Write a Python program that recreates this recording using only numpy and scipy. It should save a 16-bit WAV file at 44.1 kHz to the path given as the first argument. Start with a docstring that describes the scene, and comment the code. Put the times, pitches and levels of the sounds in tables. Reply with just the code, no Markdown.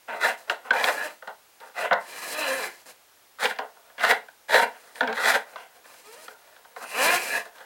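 """A faint scrape and tick over steady hiss and a thin whine, then rough rasps, hard knocks and short buzzes:
a coiled steel drain cable is hauled out of a plastic pipe under a sink and wiped through a paper rag.
Turns tick over the pipe lip and ring pipe and cabinet; on even pulls they buzz at a pitch set by speed.
Shaped noise makes the rag's hiss, decaying bursts the knocks; a small hard room answers."""
import sys
import numpy as np
from scipy import signal
from scipy.fft import rfft, irfft
from scipy.io import wavfile
from scipy.ndimage import uniform_filter1d

SR = 44100
rng = np.random.default_rng(int(sys.argv[2]) if len(sys.argv) > 2 else 0)


def voltage_ratio(decibels):
    """Convert decibels (scalar or array-like) to amplitude ratios, 20 dB per decade."""
    exponent = np.asarray(decibels, float) / 20
    return 10 ** exponent


def int16_out(signal):
    """Quantize to a 16-bit WAV file."""
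    q = np.round(np.clip(np.atleast_2d(signal).T, -1, 1) * 32767)
    wavfile.write(sys.argv[1], SR, q.astype(np.int16))


N = 337360

# resonances of pipe, cable and cabinet, also struck by the knocks: (f/Hz, width/Hz, level/dB)
BODY_MODES = [(208, 69, -9), (280, 79, -16.5), (440, 48, -8), (553, 73, -4), (694, 83, 2.5),
              (790, 110, 4.5), (939, 84, 5), (1019, 97, 4), (1470, 265, 12.5), (1583, 200, 15),
              (1832, 340, 7.5), (2090, 293, 4.5), (2550, 470, 2), (2687, 720, 4.5), (3360, 1040, -2),
              (4460, 1020, -14.5)]


def pipe_scrape(slips, scrape, grip, bare, thump):
    """Turns slipping on the lip drive pipe and cabinet; a heavier grip lengthens contacts, feeding low modes."""
    heavy = dull(dull(slips, 398), 398)
    light = level(slips - heavy, 0)
    gripped = level(signal.lfilter(*signal.butter(2, 370, "high", fs=SR), heavy), 0.48)
    # sliding hardly moves the heavy panels, a shudder does
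    panels = thump * level(dull(heavy, 240), 0)
    push = grip * gripped + (1 - grip) * light + panels
    return level(ring(scrape * np.sqrt(1 - bare) * push, BODY_MODES, spread_db=1.5), -30.5)


# resonances of the bare cable: (f/Hz, width/Hz, level/dB)
BARE_CABLE_MODES = [(1040, 120, 1), (1390, 90, -2), (1700, 70, 7), (2050, 60, 2), (2360, 50, 5),
                    (2600, 80, 2.5), (2930, 140, -4), (4060, 80, -5), (4700, 110, -12)]


def bare_cable(slips, scrape, bare):
    """The slips that rub the bare cable excite its own modes."""
    return voltage_ratio(7.0) * ring(scrape * np.sqrt(bare) * slips, BARE_CABLE_MODES, spread_db=3.5)


# spectrum of the rag's hiss: (f/Hz, relative level per Hz/dB)
RAG_SPECTRUM = [(880, -6), (1500, -13), (1740, -9.5), (2610, -10), (3660, -15.5), (4160, -11), (6630, -13),
                (8080, -13), (11300, -14.5), (16000, -22.5)]
# high cable resonances sung under the rag: (f/Hz, width/Hz, level/dB)
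RAG_CABLE_MODES = [(4070, 92, 4), (6520, 100, 9.5), (8430, 210, -3.5), (9190, 180, 12.5), (11340, 170, -1)]


def rag_hiss(rag_gain):
    """Paper fibres hiss as noise and random ticks along the steel, setting it singing faintly."""
    fibres = rng.standard_normal(N) + 0.69 * ticks(1500, 5.1)
    fibres = fibres * voltage_ratio(2.42 * walk(40))
    hiss = level(colour(fibres, RAG_SPECTRUM), 1.02)
    singing = level(ring(fibres, RAG_CABLE_MODES, spread_db=-3.5), -8.5)
    return rag_gain * (hiss + singing)


def haul(t):
    """Uneven stick-slip ticks drive pipe and bare cable while the rag hisses."""
    scrape, grip, bare, thump, rag_gain = motions(t)
    slips = ticks(3000, 2.34) * voltage_ratio(2.0 * walk(60))
    pipe = pipe_scrape(slips, scrape, grip, bare, thump)
    return pipe + bare_cable(slips, scrape, bare) + rag_hiss(rag_gain)


# tugs over the pipe lip: catch, swell, hold, die away; grip is duller when high
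# (t/s, swell/s, hold/s, relative scrape level/dB, rag level/dB, grip weight/0-1)
TUG_ROWS = [(0.067, 0.017, 0.09, -31.5, -54.5, 0.53), (0.195, 0.058, 0.035, -18, -34, 0.29),
            (0.357, 0.022, 0.061, -55, -54.5, 0.5), (0.464, 0.016, .015, -40, -68, 0.53),
            (0.632, 0.0173, 0.019, -45, -56, 0.8), (0.769, 0.067, 0.011, -22.5, -35.5, 0.46),
            (0.853, 0.026, 0.011, -18, -40.5, 0.32), (1.586, 0.016, 0.077, -43, -63.5, 0.52),
            (1.735, 0.054, 0.059, -26, -41, 0.36), (2.847, 0.011, 0.042, -53.5, -49, 0.4),
            (3.385, 0.051, 0.015, -20.5, -36, 0.27), (3.478, 0.022, 0.0067, -28.5, -41.5, 0.19),
            (3.7, .05, 0.5, -59.5, -82, 0.63), (3.975, 0.066, 0.045, -20.5, -39, 0.23),
            (4.073, 0.028, 0.0069, -14.5, -29.5, 0.31), (4.479, 0.067, 0.045, -14.5, -31, 0.29),
            (4.6, 0.017, 0.012, -21, -35, 0.57), (4.7, 0.012, 0.22, -51, -61, 0.38),
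            (4.936, 0.017, 0.049, -43.5, -54.5, 0.45), (5.135, 0.16, 0.021, -16, -32, 0.25),
            (5.314, 0.031, 0.0088, -19, -31.5, 0.31), (5.43, 0.041, 0.16, -51, -62, 0.5),
            (5.727, 0.032, .01, -48.5, -59, 0.38), (6.358, 0.03, 0.45, -59.5, -70, 0.45),
            (6.791, 0.008, 0.035, -38.5, -47, 0.66), (7.441, 0.013, 0.0066, -40.5, -59.5, 0.57),
            (7.509, 0.05, 0.011, -47, -59, 0.52), (7.57, .01, .06, -46.5, -61.5, 0.44)]
# the cable shuddering on in the pipe after a knock:
# (t/s, relative scrape level/dB, fade/dB per s, grip weight/0-1, level passed to panels/dB)
SHUDDER_ROWS = [(0.498, -25.5, 263.5, 0.43, -17), (0.663, -41, 43, 0.53, -9), (0.707, -25, 86.5, 0.63, -16),
                (1.224, -43, 350, 0.62, -7), (1.274, -27, 427.5, 0.59, -2.5), (1.911, -21, 246, 0.95, 3.5),
                (3.56, -41.5, 305, 0.27, -18), (3.586, -26, 232.5, 0.62, -14.5),
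                (5.011, -22.5, 239, 0.63, -1), (5.074, -29.5, 94, 0.57, 3.5), (5.56, -39, 131, 0.32, -10),
                (6.28, -47.5, 136, 0.76, -13), (6.762, -39.5, 198, 0.76, -15)]
# slow wipes of the rag along the bare cable, one list each: (t/s, relative scrape level/dB, rag level/dB)
WIPE_PATHS = [
    [(0.73, -35.5, -44.5), (0.79, -25.5, -42.5), (0.93, -34, -42), (1.06, -34, -43), (1.2, -68, -73.5)],
    [(2.0, -56.5, -56.5), (2.16, -41, -41.5), (2.3, -39.5, -38), (2.42, -28.5, -37.5), (2.51, -26.5, -38),
     (2.65, -31, -40.5), (2.84, -74, -58.5)],
    [(5.84, -52, -66), (5.87, -54, -57.5), (6.0, -61.5, -55), (6.26, -55, -51.5), (6.34, -65, -54.5)],
    [(6.76, -58, -50.5), (6.88, -44, -49), (6.96, -29, -37), (7.08, -21.5, -28.5), (7.14, -23.5, -27.5),
     (7.22, -33.5, -35), (7.37, -22.5, -34.5), (7.49, -64, -73)],
]
# one row per wipe: (grip weight/0-1, share rubbing the bare cable/0-1)
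WIPE_CONTACT = [(0.55, 0.58), (0.53, 0.82), (0.6, 0.58), (0.4, 0.75)]
CATCH_S = 0.018  # a tug takes hold over this time
SWELL_DB, RAG_SWELL_DB = 17, 17.5
FALL_DB_PER_S, RAG_FALL_DB_PER_S = 366, 375
TUG_BARE_SHARE = 0.091


def motions(t):
    """Powers of all motions add; grip, bare share and panel share are weighted by scrape power."""
    scrape, rag = np.full((2, N), 1e-9)
    grip, bare, thump = np.zeros((3, N))
    for s, swell_s, hold_s, db, rag_db, weight in TUG_ROWS:
        lack = np.clip(1 - (t - s) / swell_s, 0, 1)
        after_s = np.maximum(t - s - swell_s - hold_s, 0)
        catch = np.clip((t - s) / CATCH_S, 0, 1) ** 2
        power = catch * voltage_ratio(db - SWELL_DB * lack - FALL_DB_PER_S * after_s) ** 2
        scrape = scrape + power
        grip = grip + weight * power
        bare = bare + TUG_BARE_SHARE * power
        rag = rag + catch * voltage_ratio(rag_db - RAG_SWELL_DB * lack - RAG_FALL_DB_PER_S * after_s) ** 2
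    for s, db, fade_db_per_s, weight, thump_db in SHUDDER_ROWS:
        # fades at its own rate until the next tug or shudder takes the cable, then faster
        held_s = min(row[0] for row in TUG_ROWS + SHUDDER_ROWS if row[0] > s)
        fade_db = fade_db_per_s * np.maximum(t - s, 0)
        fall_db = FALL_DB_PER_S * np.maximum(t - held_s, 0)
        power = (t >= s) * voltage_ratio(db - fade_db - fall_db) ** 2
        scrape = scrape + power
        grip = grip + weight * power
        thump = thump + voltage_ratio(thump_db) ** 2 * power
    for path, (weight, share) in zip(WIPE_PATHS, WIPE_CONTACT):
        s, db, rag_db = np.transpose(path)
        on = (t >= s[0]) & (t < s[-1])
        power = on * voltage_ratio(np.interp(t, s, db)) ** 2
        scrape = scrape + power
        grip = grip + weight * power
        bare = bare + share * power
        rag = rag + on * voltage_ratio(np.interp(t, s, rag_db)) ** 2
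    grip, bare = np.clip(grip / scrape, 0, 1), np.clip(bare / scrape, 0, 1)
    return np.sqrt(scrape), grip, bare, np.sqrt(thump / scrape), np.sqrt(rag)


# blows of the cable: (t/s, relative peak level/dB, relative brightness/dB)
KNOCK_ROWS = [(0.083, -37, -14), (0.497, -8.5, -10), (0.664, -35, -22), (0.706, -3, -22.5),
              (0.734, -14.5, -23), (0.841, -10.5, -1), (1.224, -30, -34.5), (1.275, -24, -13.5),
              (1.602, -46.5, 6), (1.908, -24, -25), (1.919, -10, -26), (1.93, -12.5, -7),
              (3.386, -27, -20.5), (3.406, -23, -8.5), (3.455, -7, -6.5), (3.509, -20, -11),
              (3.56, -32, -6.5), (3.587, -17.5, -7.5), (3.769, -43, -22), (3.898, -33, -30),
              (3.98, -26, -10), (3.995, -26, -6), (4.007, -18.5, -7.5), (4.048, -12.5, -7.5),
              (4.11, -8.5, -4), (4.284, -32, -16), (4.487, -36, -8), (4.598, -7, -18), (4.956, -36.5, 1),
              (5.007, -6.5, -16), (5.031, -16, -17), (5.074, -13, -14), (5.099, -26, -22),
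              (5.127, -17.5, -9.5), (5.558, -20, -21.5), (5.854, -35, -20), (5.941, -36, -14),
              (6.281, -23.5, -15), (6.563, -37, -10), (6.648, -30.5, -22), (6.762, -22, -22),
              (7.558, -38, -11.5), (7.582, -36, -7)]
RATTLE_S = 0.0041  # decay constant of the bouncing contact


def knocks():
    """Each blow is a few ms of bouncing contact into the same body, with a sharp crack on top."""
    blows, cracks = np.zeros(N), np.zeros(N)
    t = np.arange(int(0.12 * SR)) / SR
    bounces = np.sign(rng.standard_normal((len(KNOCK_ROWS), len(t))))
    envelope = np.minimum(t / 0.00097, 1) * np.exp(-t / RATTLE_S)
    for (s, db, bright_db), bounce in zip(KNOCK_ROWS, bounces):
        i = int(s * SR)
        burst = (voltage_ratio(db) * bounce * envelope)[:N - i]
        blows[i:i + len(burst)] += burst
        cracks[i:i + len(burst)] += voltage_ratio(bright_db) * burst * np.exp(-t / 0.042)[:len(burst)]
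    body = voltage_ratio(11.0) * ring(dull(blows, 416), BODY_MODES, spread_db=2.0)
    crack = signal.lfilter(*signal.butter(2, [1200, 4000], "band", fs=SR), cracks)
    return body + voltage_ratio(7) * crack + voltage_ratio(-15.0) * cracks


# even pulls, one list each: (t/s, turn rate f/Hz, relative level/dB)
BUZZ_PULLS = [
    [(0.87, 310, -31), (0.91, 300, -30.5), (0.97, 275, -43), (1.01, 300, -51), (1.06, 309, -32),
     (1.11, 280, -56)],
    [(2.32, 296.2, -46), (2.414, 310.5, -33.5), (2.47, 267, -41.5), (2.52, 268, -31), (2.575, 267.5, -39),
     (2.63, 207, -43), (2.71, 163.6, -54)],
    [(5.02, 255, -30), (5.06, 252, -41), (5.09, 214.3, -32), (5.135, 233, -44), (5.18, 255, -54)],
    [(6.03, 392, -62), (6.07, 420, -54), (6.155, 480, -54), (6.175, 612, -52), (6.25, 640, -62)],
    [(6.93, 198, -50), (6.955, 210, -42), (6.992, 254, -35), (7.038, 286, -33), (7.074, 332, -30),
     (7.108, 353, -33), (7.16, 357, -31), (7.2, 360, -47)],
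]
# one row per pull: (first, second, third, higher partials; relative level/dB)
PARTIAL_LEVELS = [(-14, -3, -12, -14), (-8, 0, -12, -9), (1, -2, -9, -13), (0, -5, -7, -9),
                  (-8, -1, -1, -3)]
UPPER_HZ = 2860  # higher partials fade past this pitch


def buzz(t):
    """Turns passing at an even rate: a harmonic stack; uneven spacing blurs the upper partials most."""
    out = np.zeros(N)
    for pull, (*low_db, upper_db) in zip(BUZZ_PULLS, PARTIAL_LEVELS):
        s, hz, db = np.transpose(pull)
        hz, db = np.interp(t, s, hz), np.interp(t, s, db)
        phase = 2 * np.pi * np.cumsum(hz * (1 + 0.009 * walk(120))) / SR
        fade = np.clip(np.minimum(t - s[0], s[-1] - t) / 0.012, 0, 1)
        stack = np.zeros(N)
        for k, rel_db in enumerate(low_db, 1):
            stack += voltage_ratio(rel_db + 2.5 * walk(60)) * np.sin(k * phase)
        for k in range(4, 13):
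            rolloff = 1 + (k * hz / UPPER_HZ) ** 4
            stack += voltage_ratio(upper_db + 3.0 * walk(40)) * np.sin(k * phase) / rolloff
        out += np.sqrt(2) * fade * voltage_ratio(db) * stack
    return out


ROOM_T60_S, ROOM_DB, ROOM_DULL_HZ = 0.23, -11, 2380


def room(x):
    """A dense noise tail of the cabinet and tiled walls, its treble dying five times sooner."""
    t = np.arange(int(0.5 * SR)) / SR
    noise = rng.standard_normal(len(t)) * np.minimum(t / 0.00049, 1)
    low = dull(noise, ROOM_DULL_HZ)
    low_tail = low * voltage_ratio(-60 * t / ROOM_T60_S)
    high_tail = (noise - low) * voltage_ratio(-60 * t / (0.2 * ROOM_T60_S))
    tail = low_tail + high_tail
    return signal.fftconvolve(x, voltage_ratio(ROOM_DB) * tail / np.sqrt(np.sum(tail ** 2)))[:N]


# spectrum of the background hiss: (f/Hz, relative level per Hz/dB)
HISS_SPECTRUM = [(18, -64), (30, -13), (75, -17), (103, -12.5), (141, -17), (449, -7), (702, -4),
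                 (3670, -10), (4530, -11), (5310, -11), (7470, -13), (14800, -13), (16000, -25)]
HISS_RMS_DB = -58.5
# steady high tone: (f/Hz, level/dB)
WHINE_TONES = [(15735, -70)]


def room_tone(t):
    """Steady hiss of room and electronics as shaped noise, with a thin high sine swaying slightly in level."""
    out = level(colour(rng.standard_normal(N), HISS_SPECTRUM), HISS_RMS_DB)
    for hz, db in WHINE_TONES:
        out = out + np.sqrt(2) * voltage_ratio(db + 1.6 * walk(6)) * np.sin(2 * np.pi * hz * t)
    return out


def level(x, db):
    """Scale to an rms level."""
    return x * voltage_ratio(db) / np.sqrt(np.mean(x ** 2))


def ring(x, modes, spread_db=0):
    """Sum of two-pole resonances, alternately signed, each with its own slow sway in strength."""
    out = 0
    for k, (hz, width_hz, db) in enumerate(modes):
        b, a = signal.iirpeak(hz, hz / width_hz, fs=SR)
        gain = (-1) ** k * voltage_ratio(db + spread_db * walk(12))
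        out = out + gain * signal.lfilter(b, a, x)
    return out


def colour(x, points):
    """Shape a signal with a spectrum of (Hz, dB) points, interpolated over log frequency."""
    hz, db = np.transpose(points)
    f = np.maximum(np.fft.rfftfreq(len(x), 1 / SR), 1)
    return irfft(rfft(x) * voltage_ratio(np.interp(np.log(f), np.log(hz), db)), len(x))


def walk(rate_hz):
    """Random levels held 1 / rate_hz s and slewed twice; spread near 1."""
    k = int(SR / rate_hz)
    steps = np.repeat(rng.standard_normal(N // k + 1), k)
    return 1.36 * uniform_filter1d(uniform_filter1d(steps, k), k)[:N]


def ticks(rate_hz, spread_db):
    """Random clicks of either sign, some bigger than the rest; rms 1."""
    chance = rng.random((3, N))
    size = voltage_ratio(np.minimum(-spread_db * np.log(1 - chance[1]), 11)) * np.sign(chance[2] - 0.5)
    return level(size * (chance[0] < rate_hz / SR), 0)


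def dull(x, hz):
    """One-pole low-pass."""
    return signal.lfilter(*signal.butter(1, hz, fs=SR), x)


LOW_CUT_HZ = 317


def scene():
    """The work close by with its room; the small microphone loses the bass; both channels carry the same."""
    t = np.arange(N) / SR
    work = haul(t) + knocks() + buzz(t)
    low_cut = signal.butter(3, LOW_CUT_HZ, "high", fs=SR, output="sos")
    heard = signal.sosfilt(low_cut, work + room(work))
    return np.tile(heard + room_tone(t), (2, 1))


def band_limit(x):
    """A steep low-pass at the top of the band."""
    return signal.sosfilt(signal.butter(12, 16480, fs=SR, output="sos"), x)


def record(dry):
    """A slightly lopsided input stage adds a squared term: a faint rumble under loud strokes."""
    lopsided = dry + 0.06 * dry ** 2
    return band_limit(lopsided)


dry = scene()
out = record(dry)
int16_out(out)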